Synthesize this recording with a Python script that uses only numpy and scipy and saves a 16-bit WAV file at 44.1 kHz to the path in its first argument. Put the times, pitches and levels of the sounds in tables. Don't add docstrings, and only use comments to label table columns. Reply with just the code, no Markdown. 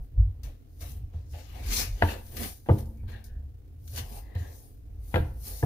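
import sys
import numpy as np
from scipy import signal
from scipy.fft import rfft, irfft, next_fast_len
from scipy.io import wavfile
from scipy.ndimage import uniform_filter1d, map_coordinates

SR = 44100
rng = np.random.default_rng(int(sys.argv[2]) if len(sys.argv) > 2 else 0)


def dump(signal):
    limited = np.clip(np.atleast_2d(signal).T, -1, 1)
    pcm = np.round(limited * 32767).astype(np.int16)
    wavfile.write(sys.argv[1], SR, pcm)


def volts_from_db(level):
    exponent = np.asarray(level, float) / 20
    return 10 ** exponent


N = 249165

# peak in seconds, hiss in dB, rise in seconds, fall in seconds, flour minus hiss in dB.
STROKES = [(0.045, -85, .08, 0.042, 14), (2.89, -83.5, .1, .25, 14.5), (0.74, -83, 0.17, .15, 1),
           (0.9, -67.5, 0.13, 0.098, 12.5), (1.15, -75.5, 0.029, 0.46, -3.5), (1.41, -62, 0.11, 0.091, -6),
           (1.57, -65, 0.13, .3, 4), (1.75, -37.5, 0.063, 0.13, 1.5), (1.8, -34, 0.12, 0.051, -2),
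           (1.96, -68.5, 0.26, 0.28, -4), (2.114, -51.5, 0.13, 0.07, 2.5), (2.25, -71, .3, 0.22, 11.5),
           (2.438, -47, 0.12, 0.13, 8.5), (2.736, -63.5, 0.1, 0.12, 7), (2.795, -64, 0.026, 0.032, 12),
           (3.904, -67, 0.099, 0.11, 10.5), (3.984, -44, 0.064, 0.037, 1.5), (4.05, -64.5, 0.12, 0.28, 5.5),
           (4.178, -59.5, 0.14, 0.045, 8), (4.56, -67, 0.14, 0.22, 10.5), (5.04, -78.5, 0.031, 0.73, 13),
           (5.12, -69.5, 0.15, 0.095, 9), (5.48, -53, 0.09, 0.21, 9), (5.585, -60.5, 0.15, 0.14, 8)]
LANDINGS = [
    (0.815, -58, 0.023, 0.17, 4),
    (1.32, -68, 0.035, 0.24, 5),
    (2.026, -66.5, .003, 0.098, 12),
    (3.082, -70.5, 0.0036, 0.18, 5),
    (4.385, -62.5, 0.026, 0.23, 0.5),
    (5.144, -63, 0.0068, .13, 7.5),
]
# peak in seconds, rasp in dB, rise in seconds, fall in seconds, drag minus rasp in dB.
PRESSES = [(0.22, -81.5, .12, .3, -11), (2.663, -64, .004, .08, 9.5), (5.135, -62, 0.021, .02, 6),
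           (0.46, -65.5, 0.042, 0.11, 5.5), (0.83, -56.5, 0.037, 0.17, 3), (1.15, -71.5, 0.044, 0.19, 10),
           (1.345, -57, 0.028, 0.23, -1), (1.56, -56.5, 0.079, 0.14, 3.5), (1.74, -43.5, 0.11, 0.1, -8),
           (1.81, -40.5, 0.11, 0.073, -3), (2.026, -40, 0.009, 0.025, 7.5), (2.114, -42.5, 0.14, 0.083, 3),
           (2.442, -43, 0.11, 0.074, 4.5), (2.7, -59.5, 0.0042, 0.081, 21.5),
           (2.79, -60.5, 0.053, 0.063, -9), (3.088, -57, 0.019, 0.089, 2), (3.13, -63, 0.022, 0.19, 5),
           (3.984, -47, 0.058, 0.064, 1.3), (4.03, -74.5, .05, 0.38, 11), (4.178, -62.5, 0.22, 0.039, 8.5),
           (4.36, -61.5, 0.0036, 0.092, 4.5), (4.45, -65, 0.28, 0.22, 11), (5.07, -75, 0.12, 0.41, 5.5),
           (5.145, -45, .003, 0.091, 11.5), (5.48, -57.5, 0.062, 0.27, 3), (5.635, -71, .003, 0.044, 26.5)]
# start in seconds, peak in dB, rasp
# minus hiss in dB, 60 dB decay in seconds.
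TOUCHES = [(0.4333, -37, -4, 0.3), (0.8076, -39.5, -8, 0.1), (0.9188, -42.5, -27, 0.027),
           (2.2644, -45, -3, 0.063), (2.3687, -30.5, 1.5, 0.089), (3.2415, -38.5, -36, 0.13),
           (3.2654, -48.5, -21.5, 0.083), (3.8776, -40.5, -7, 0.093), (3.9608, -34, -10, 0.1),
           (3.9764, -34.5, 9, 0.072), (4.1887, -48, -1.5, 0.037), (4.35, -46.5, 4, 0.078),
           (2.4319, -32, 5.5, 0.052), (1.135, -64, 0, 0.045), (2.784, -42, -13, .04),
           (2.806, -42.5, -22.5, .03), (2.828, -47.5, -17, .03), (2.857, -50, -15, .05),
           (2.972, -57.5, -15, 0.048), (3.12, -47, -12, .04), (1.664, -44, 2.5, .05), (1.721, -31, -1, 0.037)]
# frequency in Hz, density in dB per Hz.
HISS = [(2120, -39), (3600, -8.5), (4310, -4), (4730, -2), (5490, -2.5), (5960, -1), (6960, -2.5),
        (8400, -13), (10900, -46), (18500, -120)]
FLOUR = [(6500, -25.5), (8300, -7), (8900, -1), (9430, -0.5), (10700, -2), (11700, 1), (12800, -2.5),
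         (14800, 3), (15600, -13)]
RASP = [(590, -51.5), (1000, -11.5), (1200, 1), (1360, -9), (1530, -2), (1690, -0.5), (2240, -0.5),
        (2700, -0.5), (3350, -2.5), (4200, -5), (5460, -24), (9240, -120)]
DRAG = [(90, -36.5), (150, -9.5), (215, 4), (260, -3.5), (340, -4.5), (500, 2.5), (600, -4), (700, 1),
        (900, -7), (1050, -11.5), (1300, -18), (1800, -42.5), (2800, -120)]
# peak in seconds, centre in Hz, level in dB, rise in seconds, fall in seconds.
SLIDES = [
    (1.348, 688, -44, 0.017, 0.12),
    (1.8, 2337, -39.5, 0.15, 0.14),
    (3.0, 2350, -68.5, 0.081, 0.13),
    (3.092, 1720, -52.5, .015, 0.018),
    (3.135, 1745, -45, 0.022, 0.083),
    (3.36, 1665, -62, 0.4, 0.069),
    (4.35, 1890, -57, 0.22, 0.22),
    (4.458, 1770, -50.5, .2, 0.064),
]
# start in seconds, peak in dB, slap minus peak in dB,
# contact in milliseconds, left minus right in dB.
BLOWS = [(1.136, -43, -16, 1.3, 1.5), (2.0214, -15, 4, 0.17, 3.5), (2.032, -17.5, -9, 0.23, 2.5),
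         (2.66, -47, 1, 0.41, -6), (2.687, -18.5, -9.5, 0.14, -2), (2.693, -10.5, -23, 3.1, 10.5),
         (2.712, -12.5, -24, 2.16, -0.5), (2.741, -19.5, -37, 2.9, 6), (3.033, -44, -19, 1.7, 19),
         (4.352, -38, 1, 0.79, 1.5), (5.141, -20, 0.5, 0.2, 15), (5.157, -16, 2.5, 0.43, 2.5),
         (5.172, -21, -29, 2, -8.5), (5.2018, -24.5, -18, 7.8, 8), (5.627, -21, -15.5, 1.3, 9),
         (5.634, -6.5, -30.5, 2.7, 4)]
# frequency in Hz, level in dB, 60 dB decay in seconds.
BOARD_MODES = [(122.3, -7, 0.29), (153.4, -9.5, 0.15), (206, -9, 0.12), (221.9, -8, .18),
               (301.2, -12, 0.24), (352, -0.5, 0.063), (397.6, -9, 0.14), (470.4, -1.5, 0.076),
               (502.2, 0, 0.055), (699, 0.8, 0.062), (817, -3.5, 0.098), (894, -4, 0.1), (952, -7.5, 0.1),
               (1192, -10, 0.071)]
# frequency in Hz, width in Hz, level in dB.
SLAP_MODES = [(1342, 51, 0.5), (1620, 200, 1.1), (2070, 160, -2.5), (2440, 300, -7), (3280, 800, -14),
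              (4550, 1080, -26)]
# start in seconds, peak in dB, pitch in Hz, 60 dB decay in seconds.
POPS = [(2.0213, -16, 1725, .03), (2.023, -15, 697, 0.048), (2.0873, -34, 1760, 0.059),
        (2.6878, -34.5, 1890, 0.044), (2.689, -25.5, 914, 0.044), (2.694, -18, 505, 0.11),
        (2.694, -36, 1950, .03), (2.7, -37, 1560, .05), (2.697, -31, 1200, .05),
        (4.363, -41.5, 1835, 0.048), (5.141, -20.5, 1780, 0.033), (5.17, -37.5, 1600, .12),
        (5.628, -31, 1700, .04), (2.036, -26.5, 950, .07), (2.022, -36, 4600, .02),
        (2.036, -38, 3580, .025), (5.141, -21, 800, 0.036), (5.1575, -30.5, 2570, .035),
        (5.158, -20, 505, 0.1), (5.16, -35, 3280, .04)]
# peak in seconds, sway in dB, rise in seconds, fall in seconds, panel minus sway in dB.
LEANS = [(0.0, -26.5, 0.091, 0.059, -15), (0.18, -32.5, 0.058, 0.29, 0), (0.47, -39, 0.12, 0.097, -6.5),
         (0.83, -46, 0.065, 0.15, 2), (1.04, -37.5, 0.27, 0.086, -1.5), (1.16, -43, 0.02, 0.098, 8.5),
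         (1.34, -52, 0.066, 0.072, 14), (1.66, -34.5, 0.12, 0.2, -10), (1.92, -39, 0.75, 0.13, -0.5),
         (2.04, -33, 0.035, 0.19, -2), (2.4, -42, 0.22, 0.2, 1), (2.77, -45.5, 0.044, 0.15, 9),
         (2.88, -42, .2, 0.13, -2), (3.05, -39, 0.11, 0.11, 1), (3.16, -45, 0.17, 0.11, 0),
         (3.3, -37.5, 0.072, 0.36, -4), (4.03, -45, 0.41, 0.1, 8.5), (4.11, -41, 0.076, 0.5, -8),
         (4.5, -54.5, 0.14, 0.098, 10), (5.0, -40.5, 0.32, 0.23, -4), (5.21, -33.5, 0.045, 0.097, 7),
         (5.4, -38, 0.38, 0.14, -5), (5.54, -39, 0.11, 0.12, -7)]
# start in seconds, peak in dB, pitch in Hz, 60 dB decay in seconds, rise in seconds.
PUSHES = [(0.166, -9, 52.3, 0.3, 0.02), (0.183, -5, 90, 0.12, 0.017), (0.26, -24.5, 95, 0.27, 0.0201),
          (1.142, -29.5, 86.6, 0.14, 0.0043), (1.651, -18, 64, 0.13, 0.01),
          (1.682, -22.5, 42, 0.19, 0.0079), (1.899, -20, 42.5, 0.26, 0.021),
          (2.027, -14.5, 86.8, 0.16, 0.009), (2.696, -2.5, 90, 0.13, 0.02),
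          (2.694, -19.5, 131, 0.16, 0.0038), (2.738, -19.5, 100, 0.089, 0.0036),
          (3.29, -38, 65.02, 0.061, 0.012), (3.363, -32, 72, 0.47, 0.0043),
          (4.354, -22.5, 90, 0.22, 0.0059), (4.402, -19.5, 88.3, 0.11, 0.0092),
          (5.143, -21, 83.5, 0.24, 0.0032), (5.203, -14.5, 69.7, 0.1, 0.0025), (5.228, -26, 74, .2, .003),
          (5.63, -10.5, 90, 0.053, 0.0063)]
# frequency in Hz, width in Hz, level in dB.
SWAY_MODES = [(42, 18.8, -3), (59.1, 6.96, 1.5)]
PANEL_MODES = [(76.46, 10.8, 5), (90, 15.7, 3.5), (122, 19, -4.5)]
# start in seconds, level in dB.
JOLTS = [
    (2.03, -52),
    (2.7, -41.5),
    (5.16, -49),
    (5.636, -40),
]
# frequency in Hz, level in dB, 60 dB decay in seconds.
SINK_MODES = [(222, -1, 1.8), (290, -12.5, 1.6)]
# frequency in Hz, 60 dB decay in seconds.
KITCHEN = [(150, 0.48), (700, 0.48), (3000, 0.41), (12000, 0.098)]
# frequency in Hz, density in dB per Hz.
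QUIET = [(76, -3), (130, -4), (172, -20.5), (289, -8), (346, -19), (486, -16.5), (593, -31), (682, -22.5),
         (885, -37.5), (1430, -36), (6930, -44.5), (7970, -46), (12100, -41.5), (15400, -38)]
# frequency in Hz, likeness from -1 to 1.
ALIKE = [(60, 0.9), (200, 0.91), (500, 0.16), (1500, 0.19), (5000, 0.12), (15000, 0.36)]
QUIET_ALIKE = [(60, 0.33), (180, 0.6), (550, 0.17), (1650, -0.18), (4970, -0.074), (15000, -0.076)]
# frequency in Hz, lead in radians.
LEAD = [(0, -6), (690, 1.07), (1810, -7), (3880, -1.15), (4820, 12), (9650, 8), (10900, 16.5),
        (13300, 11.5), (14900, -1.5), (15500, 6.5)]
BOARD_LEAD = [(150, .1), (350, 0.68), (700, 1), (1400, 1.7), (4000, 2.1)]
# frequency in Hz, left minus right in dB.
LOUDER = [(60, -2.5), (110, -0.5), (200, -7.5), (380, -3.5), (700, 3), (1290, 5), (2380, 6), (4400, 8.5),
          (8120, 3), (15000, 1)]
# frequency in Hz, level in dB.
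FRIDGE = (119.8, -62)
ROUND_STROKE, ROUND_PRESS, ROUND_LEAN = 1.23, 1.2, 1.14
STILL_DB, REST_DB = -96.5, -65


def unit(x):
    return x / np.sqrt(np.mean(x ** 2) + 1e-20)


def along(points, hz):
    f, v = np.transpose(points)
    return np.interp(np.log(hz + 1), np.log(f + 1), v)


def wobble(rate):
    knots = rng.standard_normal(int(N * rate / SR) + 4)
    return map_coordinates(knots, [np.arange(N) * rate / SR])


def filtered(x, response):
    m = next_fast_len(N + SR // 2)
    spectrum = rfft(x, m) * response(np.fft.rfftfreq(m, 1 / SR))
    return irfft(spectrum, m)[..., :N]


def resonances(peaks):
    def response(f):
        total = 0
        for k, (centre, width, db) in enumerate(peaks):
            total = total + (-1) ** k * volts_from_db(db) * 1j * f * width / (centre * centre - f * f + 1j * f * width)
        return total
    return response


def sides(pan_db):
    return volts_from_db(np.array([pan_db, -pan_db]) / 2)


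def spaced(pair, lead, louder):
    def response(hz):
        phase = 0.5 * np.outer([1, -1], along(lead, hz))
        return sides(along(louder, hz)) * np.exp(1j * phase)
    return filtered(pair, response)


def add(track, s, sound):
    part = track[..., round(s * SR):][..., :sound.shape[-1]]
    part += sound[..., :part.shape[-1]]


def swells(rows, roundness, rest_db):
    t = np.arange(0, N, step=16) / SR
    s, db, rise, fall, other_db = np.transpose(rows)[:, :, None]
    before = (s - t) / np.maximum(rise, 1e-3)
    after = (t - s) / np.maximum(fall, 1e-3)
    away = np.where(t < s, before, after)
    gain = volts_from_db(db - 20 * away ** roundness)
    layers = (gain, gain * volts_from_db(other_db))
    return [np.interp(np.arange(N) / SR, t, volts_from_db(rest_db) + g.sum(0)) for g in layers]


def rush(spectrum, alike, patchy_db, grain_db):
    grain = volts_from_db(grain_db * np.clip(wobble(300), -2, 2))
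    z = signal.stft(rng.standard_normal((2, N)) * grain, nperseg=512)[2]
    field = rng.standard_normal(z.shape[1:])
    field = uniform_filter1d(uniform_filter1d(field, size=3, axis=0), size=14, axis=1)
    pair = signal.istft(z * volts_from_db(patchy_db * unit(field)), nperseg=512)[1][:, :N]

    def colour_and_width(hz):
        turn = np.arccos(np.clip(along(alike, hz), -1, 1)) / 2
        return volts_from_db(along(spectrum, hz)) * [np.cos(turn), np.sin(turn)]
    mid, side = filtered(pair, colour_and_width)
    return unit(np.array([mid + side, mid - side]))


def rubbing():
    uneven = volts_from_db(0.26 * wobble(25) + 1.0 * wobble(90))
    hiss, flour = uneven * swells(STROKES + LANDINGS, ROUND_STROKE, STILL_DB)
    rasp, drag = swells(PRESSES, ROUND_PRESS, STILL_DB)
    rasp = uneven * rasp
    creep = volts_from_db(-32.5) * swells(LEANS, ROUND_LEAN, REST_DB)[0]
    drag = np.minimum(drag + creep, volts_from_db(-41.5))
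    t = np.arange(SR // 2) / SR
    for s, db, more_db, t60 in TOUCHES:
        tick = 1 + 0.93 * volts_from_db(-60 * t / 0.057)
        puff = volts_from_db(db - 21 - 60 * t / t60) * tick
        add(hiss, s, puff)
        add(flour, s, 1.3 * puff)
        add(rasp, s, volts_from_db(more_db) * puff)
    skin = np.zeros((2, N))
    for gain, colour in [(hiss, HISS), (flour, FLOUR), (rasp, RASP)]:
        skin += gain * rush(colour, ALIKE, patchy_db=2.3, grain_db=1.0)
    wood = drag * rush(DRAG, ALIKE, patchy_db=3.5, grain_db=-0.5)
    return spaced(skin + wood, LEAD, LOUDER)


def slides():
    out, t = np.zeros((2, N)), np.arange(N) / SR
    shared = wobble(400) + 1j * wobble(400)
    band = shared + 0.71 * np.array([wobble(400), wobble(400)])
    sag_per_s = 0.14
    for s, hz, db, rise, fall in SLIDES:
        gain = swells([(s, db - 7.0, rise, fall, 0)], ROUND_PRESS, -np.inf)[0]
        cycles = hz * (t - sag_per_s * (t - s) ** 2 / 2)
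        out += gain * np.real(band * np.exp(2j * np.pi * cycles))
    return spaced(out, LEAD, LOUDER)


def board():
    wood, slap, t = np.zeros((2, N)), np.zeros((2, N)), np.arange(SR // 2) / SR
    hz, level, t60 = np.transpose(BOARD_MODES)[:, :, None]
    chance = rng.standard_normal((len(BLOWS), len(BOARD_MODES), 3))
    for (s, db, slap_db, ms, pan), luck in zip(BLOWS, chance):
        level_luck, phase_luck, pitch_luck = luck[:, :1], luck[:, 1:2], luck[:, 2:]
        dull = 1 / (1 + (hz * max(ms, .05) / 1000) ** 2)
        decay = volts_from_db(level + 0.47 * level_luck - 60 * t / t60)
        ring = dull * decay * np.sin(2 * np.pi * hz * (1 + 0.02 * pitch_luck) * t + 0.93 * phase_luck)
        onset = 1 - np.exp(-t / 0.001)
        add(wood, s, volts_from_db(db - 7.0) * ring.sum(0) * onset * sides(0.26 * pan)[:, None])
        crack = volts_from_db(-60 * t / 0.022) * rng.standard_normal(len(t))
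        add(slap, s, volts_from_db(db + slap_db + 8.0) * crack * sides(pan)[:, None])
    return spaced(wood + filtered(slap, resonances(SLAP_MODES)), BOARD_LEAD, [(300, 0.1), (3000, 0.59)])


def pops():
    out, t = np.zeros((2, N)), np.arange(SR // 4) / SR
    onset = 1 - np.exp(-t / 0.0009)
    for s, db, hz, t60 in POPS:
        tone = volts_from_db(db - 60 * t / t60) * onset * np.sin(2 * np.pi * hz * t)
        add(out, s, tone * sides(2.2)[:, None])
    return spaced(out * (1 + .7 * wobble(500)), BOARD_LEAD, [(300, 0.1), (3000, 0.6)])


def counter_hum(peaks):
    response = resonances(peaks)
    x = unit(filtered(rng.standard_normal(N), lambda f: response(f) / (1 + (f / 140) ** 8)))
    return unit(x / (np.abs(signal.hilbert(x)) + 0.36) ** 0.78)


def counter():
    sway, panel = np.minimum(swells(LEANS, ROUND_LEAN, REST_DB), volts_from_db(-23.5))
    out = sway * counter_hum(SWAY_MODES) + panel * counter_hum(PANEL_MODES)
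    t = np.arange(SR // 2) / SR
    for s, db, hz, t60, rise in PUSHES:
        onset = 1 - np.exp(-(t / rise) ** 2)
        add(out, s, volts_from_db(db + 3.5 - 60 * t / t60) * onset * np.sin(2 * np.pi * hz * t))
    shake = unit(filtered(rng.standard_normal(N), resonances(PANEL_MODES)))
    stray = volts_from_db(-24.5) * sway * shake
    return out + [stray, -stray]


def sink():
    out, t = np.zeros(N), np.arange(2 * SR) / SR
    for s, db in JOLTS:
        for hz, level, t60 in SINK_MODES:
            add(out, s, volts_from_db(level + db - 60 * t / t60) * np.sin(2 * np.pi * hz * t))
    return out


def near_walls(pair, echo_db):
    delay = rng.uniform(0.001053, .02, (2, 8))
    sign = rng.standard_normal((2, 8))

    def comb(f):
        copies = sign[..., None] * np.exp(-2j * np.pi * f * delay[..., None])
        return 1 + volts_from_db(echo_db) * copies.sum(1)
    return filtered(pair, comb)


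def kitchen(pair):
    late = np.pad(pair.mean(0), (200, 0))[:N]
    answer, step = np.zeros((2, N)), SR // 2
    for start in range(0, N, step):
        hz, t, z = signal.stft(rng.standard_normal((2, SR // 2)), SR, nperseg=256)
        decay = volts_from_db(-60 * t / along(KITCHEN, hz)[:, None])
        tail = signal.istft(z * decay, SR, nperseg=256)[1]
        tail = tail / np.linalg.norm(tail[0])
        add(answer, start / SR, signal.fftconvolve(late[None, start:start + step], tail, axes=1))
    mid, side = answer
    side = filtered(side, lambda f: f * f / (f * f + 450 ** 2))
    return np.array([mid + side, mid - side]) / np.sqrt(2)


def refrigerator():
    hz, db = FRIDGE
    return volts_from_db(db) * np.sin(2 * np.pi * hz * np.arange(N) / SR)


def quiet():
    return volts_from_db(-55.5) * rush(QUIET, QUIET_ALIKE, patchy_db=0.0, grain_db=2.0)


def scene():
    hands = near_walls(rubbing(), echo_db=-17.0) + slides()
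    knocks = near_walls(board(), echo_db=-18.5)
    palm = near_walls(pops(), echo_db=-22)
    room = volts_from_db(-17.5) * kitchen(hands) + volts_from_db(-10.0) * kitchen(knocks) + volts_from_db(-19.5) * kitchen(palm)
    return hands + knocks + palm + counter() + sink() + room + refrigerator() + quiet()


def band_limit(x):
    return signal.sosfilt(signal.butter(12, 15950, fs=SR, output="sos"), x)


def record(dry):
    mix = filtered(dry, lambda hz: hz < 15650)
    return band_limit(mix)


dry = scene()
out = record(dry)
dump(out)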